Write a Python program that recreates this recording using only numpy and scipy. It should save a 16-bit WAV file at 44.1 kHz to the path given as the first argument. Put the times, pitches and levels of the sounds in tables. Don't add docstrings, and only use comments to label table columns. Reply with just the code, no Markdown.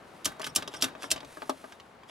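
import sys
import numpy as np
from scipy import signal
from scipy.fft import rfft, irfft, next_fast_len
from scipy.io import wavfile
from scipy.ndimage import uniform_filter1d

SR = 44100
rng = np.random.default_rng(int(sys.argv[2]) if len(sys.argv) > 2 else 0)


def store_pcm(level_fs):
    pcm = np.round(np.clip(level_fs, -1, 1) * 32767).astype(np.int16)
    wavfile.write(sys.argv[1], SR, np.atleast_2d(pcm).T)


N = 92610
LENGTH = SR // 4
EMPHASIS_OCTAVES = 0.068

# f/Hz, level/dB
CRACK = [(200, -44), (1000, -24.5), (2100, -8), (2900, 2), (4200, 0.5), (6000, -0.5), (10500, -6.5),
         (13000, -12.5), (16000, -24)]


def amp(db):
    return 10 ** (np.asarray(db) / 20)


def unit(x):
    return x / np.sqrt(np.mean(x ** 2) + 1e-20)


def along(points, hz, axis=1):
    table = np.transpose(points)
    return np.interp(np.log(hz + 1), np.log(table[0] + 1), table[axis])


def curve(rows):
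    return np.interp(np.arange(N) / SR, *np.transpose(rows))


def filtered(x, response):
    n = x.shape[-1]
    m = next_fast_len(n + 4096)
    return irfft(rfft(x, m) * response(np.fft.rfftfreq(m, 1 / SR)), m)[..., :n]


def tilt(hz, slope):
    return amp(slope * np.log2(np.maximum(hz, 1500) / 5500))


def noise(spectrum, size, slope=0):
    return unit(filtered(rng.standard_normal(size), lambda hz: amp(along(spectrum, hz)) * tilt(hz, slope)))


def ring(modes, scatter_db, detune, slope=0):
    t = np.arange(LENGTH) / SR
    hz, db, t60 = np.transpose(modes)[:, :, None]
    chance = rng.standard_normal((3, len(modes), 1))
    gain = amp(db + scatter_db * chance[0] + slope * np.log2(hz))
    waves = np.sin(2 * np.pi * hz * (1 + detune * chance[1]) * t) * np.sign(chance[2])
    return np.sum(gain * waves * amp(-60 * t / t60), 0) / np.sqrt(np.sum(gain ** 2) / 2)


def fade(attack_s, t60, hold_s=0):
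    t = np.arange(LENGTH) / SR
    return (1 - np.exp(-t / attack_s)) * amp(-60 * np.maximum(t - hold_s, 0) / t60)


def add(track, s, sound):
    part = track[max(round(s * SR), 0):][:len(sound)]
    part += sound[:len(part)]


def onset(rise_s):
    return 1 - np.exp(-(np.arange(LENGTH) / SR / rise_s) ** 2)


def dying(x, decay):
    hz, t, z = signal.stft(x, SR, nperseg=256)
    return signal.istft(z * amp(-60 * t / along(decay, hz)[:, None]), SR, nperseg=256)[1][..., :LENGTH]


def strokes(rows):
    t = np.arange(N) / SR
    return sum(amp(db) * np.exp(-((t - s) / half) ** 2) for s, half, db in rows)


def favour(x, notes_hz, db, octaves):
    bumps = lambda hz: sum(np.exp(-(np.log2((hz + 1) / note) / octaves) ** 2) for note in notes_hz)
    return filtered(x, lambda hz: amp(db * bumps(hz)))


def background():
    # f/Hz, level/dB
    murmur_colour = [(20, -46), (40, -24), (60, -3), (100, -2), (180, 3), (320, 1.5), (750, 1),
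                     (1400, -5.5), (3000, -16), (6000, -26.5), (11000, -38), (16000, -40)]
    # t/s, level/dB
    murmur_levels = [(0, -52), (.6, -50), (1.2, -50), (1.33, -55), (1.7, -54.5), (2.1, -54)]
    shared = noise(murmur_colour, N)
    apart = np.array([noise(murmur_colour, N), noise(murmur_colour, N)])
    apart = filtered(apart, lambda hz: along([(100, 0.108), (400, 0.56), (1200, 1.0)], hz))
    return amp(curve(murmur_levels)) * unit(shared + apart) * amp([[1.5], [-1.5]])


def webbing():
    # f/Hz, level/dB
    hiss_colour = [(300, 6), (1500, 7.5), (4000, 3), (7000, -1), (10500, 0), (15000, -15.5)]
    # t/s, level/dB
    hiss_levels = [(0, -69.5), (.18, -63), (.36, -65), (.95, -67.5), (1.24, -64), (1.31, -55.5),
                   (1.45, -55.5), (1.56, -58), (1.7, -59.5), (1.8, -68.5), (2.1, -76.5)]
    flutter_db = 1.6 * unit(uniform_filter1d(rng.standard_normal(N), size=400))
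    return noise(hiss_colour, N) * amp(curve(hiss_levels) + flutter_db)


def latch():
    # t/s, steel/dB, brightness/(dB per octave), three boosted steel notes/Hz, housing/dB,
    # boosted plastic note/Hz, clack/dB, spring/dB, thud/dB, slip length/s, slip/dB
    snaps = [(0.255, -20, 2, 3140, 5520, 11240, -36.5, 1250, -32, -34, -52.5, 0.009, -34),
             (.5600, -16.5, 3.5, 2780, 5330, 7400, -36.5, 1145, -34, -32.5, -52, 0.0098, -36.5),
             (0.8227, -19, 0.4, 3250, 4560, 5340, -36.5, 238, -31, -30, -55, 0.0115, -40),
             (1.1141, -17, 0.2, 2580, 7300, 8650, -37, 600, -31.5, -38, -51.5, 0.01, -32.5)]
    out = np.zeros(N)
    for (s, steel_db, slope, *notes_hz, housing_db,
         plastic_hz, clack_db, spring_db, thud_db, slip_s, slip_db) in snaps:
        plastic = np.zeros(LENGTH)
        add(plastic, 0.001855, amp(clack_db) * clack())
        add(plastic, 0.005, knock(housing_db, slope=-6.5))
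        add(out, s - slip_s, amp(slip_db) * slip(slope, slip_s))
        snap = favour(steel(slope, hold_s=0.00068), notes_hz, db=7, octaves=EMPHASIS_OCTAVES)
        add(out, s, amp(steel_db) * snap)
        add(out, s, favour(plastic, [plastic_hz], db=6.5, octaves=0.15))
        add(out, s, spring(spring_db))
        add(out, s, amp(thud_db) * thud())
    return out


def slip(slope, length_s):
    progress = np.minimum(np.arange(LENGTH) / SR / length_s, 1)
    grind = noise(CRACK, LENGTH, slope + 0.43)
    return grind * fade(0.0002, t60=0.046, hold_s=length_s) * amp(-1.5 * (progress - 1.0))


def steel(slope, hold_s):
    # f/Hz, level/dB, t60/s
    steel_notes = [(2696, -2.5, 0.031), (3011, -2.5, 0.0437), (3110, 2.5, 0.052), (3370, 5, 0.05),
                   (3710, -5.5, 0.12), (4413, -4.5, 0.026), (4970, 3, 0.031), (5680, -0.5, 0.042),
                   (5990, -1.5, 0.035), (6220, -1.5, 0.057), (7360, 2.5, 0.046), (7730, -6, 0.0513),
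                   (8700, -9, 0.029), (9700, 3, .045), (10670, 0, 0.052), (11550, -3, 0.057)]
    crack = noise(CRACK, LENGTH, slope) * fade(0.00059, t60=0.029, hold_s=hold_s)
    return crack + amp(-8) * ring(steel_notes, scatter_db=1.5, detune=0.004, slope=slope)


def clack():
    # f/Hz, level/dB, t60/s
    wall_notes = [(1194, 4, 0.085), (1545, 3, 0.059), (1673, 1, 0.039), (1815, -9.5, 0.056),
                  (2000, -11.5, 0.0483)]
    # f/Hz, level/dB
    rattle_colour = [(150, -5), (500, -2.5), (1300, 3.5), (2200, 6), (3500, -14.5), (9000, -24)]
    tones = 0.62 * ring(wall_notes, scatter_db=5.5, detune=0.025)
    return tones + amp(1.5) * noise(rattle_colour, LENGTH) * fade(0.00064, t60=0.019)


def knock(db, slope):
    # f/Hz, level/dB, t60/s
    housing_notes = [(266.3, -1, 0.13), (404, -1.5, 0.068), (612, 2, 0.063), (867, 0.5, 0.048),
                     (983, -3, 0.0413), (1158, 1, 0.052), (1221, 0, 0.041)]
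    detune = 0.0043 if db > -37 else 0.073
    tones = amp(db) * ring(housing_notes, scatter_db=1.5, detune=detune, slope=slope)
    bass_cut = signal.butter(2, 170, 'high', fs=SR, output='sos')
    return signal.sosfilt(bass_cut, tones * fade(0.00029, t60=2.0))


def spring(buzz_db):
    # f/Hz, level/dB
    buzz_colour = [(150, -3), (260, 7), (500, -5), (1100, 0.5), (1550, 1), (2200, -7.5), (3400, -5.5),
                   (5500, -8.5), (10000, -9.5), (15000, -22.5)]
    # f/Hz, t60/s
    buzz_decay = [(200, 0.16), (1500, 0.22), (3500, 0.2), (8000, 0.15), (15000, 0.14)]
    note_hz, note_db, note_t60_s = 3790, -53, 0.73
    t = np.arange(2 * LENGTH) / SR
    out = amp(note_db - 60 * t / note_t60_s) * np.sin(2 * np.pi * note_hz * t)
    add(out, 0, amp(buzz_db) * dying(noise(buzz_colour, LENGTH), buzz_decay) * onset(0.007))
    return out


def thud():
    # f/Hz, level/dB
    cushion_colour = [(25, -39), (42, -23), (58, -7.5), (90, -7), (150, 1.5), (300, -49), (1000, -61)]
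    peak_s = 0.021
    age = np.arange(LENGTH) / SR / peak_s
    return noise(cushion_colour, LENGTH) * age * np.exp(1 - age)


def taps():
    # t/s, steel/dB, brightness/(dB per octave), clack/dB, housing/dB
    contacts = [(0.2732, -40, 5, -39, -72), (0.319, -54, 16, -40, -67), (0.3958, -43, -0.5, -47, -37.5),
                (.402, -60, -13, -44, -38.5), (0.4102, -64, -8, -39, -46), (0.416, -34.5, -0.5, -45, -47),
                (0.4305, -42, -20, -38.5, -43), (0.4431, -29, -4.5, -35, -48), (0.4661, -36.5, 4, -34, -45),
                (0.4707, -35, -1.5, -36, -38), (.5815, -43, -5, -51, -40), (0.6231, -36, -5, -34, -39),
                (0.6762, -34.5, -3.5, -46, -37), (0.7386, -39, -4, -40.5, -40.5), (.748, -66, 3, -38, -48),
                (0.8055, -47, -7, -52, -59), (0.8337, -33, 5, -34.5, -35.5), (0.8412, -22, -2, -34, -35.5),
                (.882, -53, 1, -37.5, -63), (0.951, -47.5, -14, -44.5, -43.5), (1.0218, -41, 0.5, -38, -69),
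                (1.0313, -36.5, -2.5, -47, -40), (1.041, -45, 0, -37, -38),
                (1.1606, -35.5, -9, -37.5, -37.5), (1.177, -41, -10.5, -50, -44),
                (1.2043, -43, -8.5, -45.5, -52), (1.23, -55, -9, -46.5, -40), (1.247, -46.5, -4, -61, -66),
                (1.371, -60, 3, -41.5, -39), (1.4194, -42, -15, -35, -40), (1.4263, -60, -6, -49, -36),
                (1.4942, -32, -0.5, -36.5, -22), (1.4988, -37, -5, -36, -44), (1.6415, -54, -11, -40, -38),
                (1.7222, -45, -7, -42, -58), (1.799, -44.5, -9, -52, -70), (2.034, -56, -9, -50, -50),
                (2.095, -49, -12, -49, -45.5)]
    low_hz, high_hz = 2400, 9000
    out = np.zeros(N)
    for s, steel_db, slope, clack_db, housing_db in contacts:
        note_hz = np.exp(rng.uniform(np.log(low_hz), np.log(high_hz)))
        tick = favour(steel(slope, hold_s=0.00053), [note_hz], db=6, octaves=EMPHASIS_OCTAVES)
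        plastic = amp(clack_db) * clack() + knock(housing_db, slope=1)
        add(out, s, amp(steel_db) * tick + plastic)
    return out


def scrapes():
    # middle t/s, half length/s, level/dB
    slides = [(.448, 0.016, -49.5), (.468, 0.023, -49), (0.755, 0.037, -50), (0.829, 0.0032, -35),
              (1.042, 0.041, -52), (2.098, 0.017, -56)]
    # middle t/s, half length/s, level/dB
    squeaks = [(.499, .008, -52.5), (.768, 0.0078, -45), (1.056, .011, -53.5)]
    # f/Hz, level/dB
    squeak_notes = [(5560, 3), (8700, -2.5)]
    catches_per_s, width_hz = 1500, 380
    catches = rng.standard_normal(N) * (rng.random(N) < catches_per_s / SR)
    grit = unit(signal.fftconvolve(catches, steel(slope=-1.7, hold_s=0))[:N])
    tones = lambda hz: sum(amp(db) * np.exp(-((hz - f) / width_hz) ** 2) for f, db in squeak_notes)
    squeal = unit(filtered(rng.standard_normal(N), tones))
    return strokes(slides) * grit + strokes(squeaks) * squeal


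def pushes():
    # t/s, level/dB
    presses = [(.462, -52.5), (0.872, -70.5), (1.22, -57)]
    out = np.zeros(N)
    for s, db in presses:
        add(out, s, amp(db) * thud())
    return out


def cabin(x):
    # delay/s, gain, extra lag between the microphones/s
    surfaces = [(.0046, 0.37, 0.0000049), (0.0141, 0.063, .0001)]
    # f/Hz, t60/s
    cabin_decay = [(100, 0.027), (400, 0.12), (1500, 0.085), (4000, 0.077), (8000, 0.048), (15000, 0.076)]
    side = np.array([[0.5], [-0.5]])
    echoes = lambda hz: sum(g * np.exp(-2j * np.pi * hz * (s + side * lag)) for s, g, lag in surfaces)
    treble = lambda hz: 1 - np.exp(-(hz / 1740) ** 2)
    out = filtered(x, lambda hz: 1 + echoes(hz) * treble(hz))
    tail_db, step = -9.5, round(0.1 * SR)
    for start in range(0, N, step):
        tails = dying(rng.standard_normal((2, LENGTH)), cabin_decay) * onset(0.0033)
        for channel, tail in zip(out, tails):
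            answer = signal.fftconvolve(x[start:start + step], tail / np.linalg.norm(tail))
            add(channel, start / SR, amp(tail_db) * answer)
    return out


def ports(x):
    # f/Hz, extra level/dB, lag/radians
    left_right = [(60.3, 2, 0.13), (252, 3, 0.081), (400, 7.5, 0.24), (697, 13, 1.4), (1200, .5, 1.44),
                  (2620, -2, 0.68), (5000, 0, 0.54), (9200, -.5, 0.61), (14050, 0, 1.03)]
    side = np.array([[0.5], [-0.5]])
    gain = lambda hz: amp(side * along(left_right, hz))
    lag = lambda hz: np.exp(-1j * side * along(left_right, hz, axis=2))
    return filtered(x, lambda hz: gain(hz) * lag(hz))


def scene():
    buckle = latch() + taps() + scrapes() + pushes()
    return ports(cabin(buckle) + webbing()) + background()


def record(dry):
    return filtered(dry, lambda hz: 1 / (1 + (hz / 16000) ** 120))


dry = scene()
out = record(dry)
store_pcm(out)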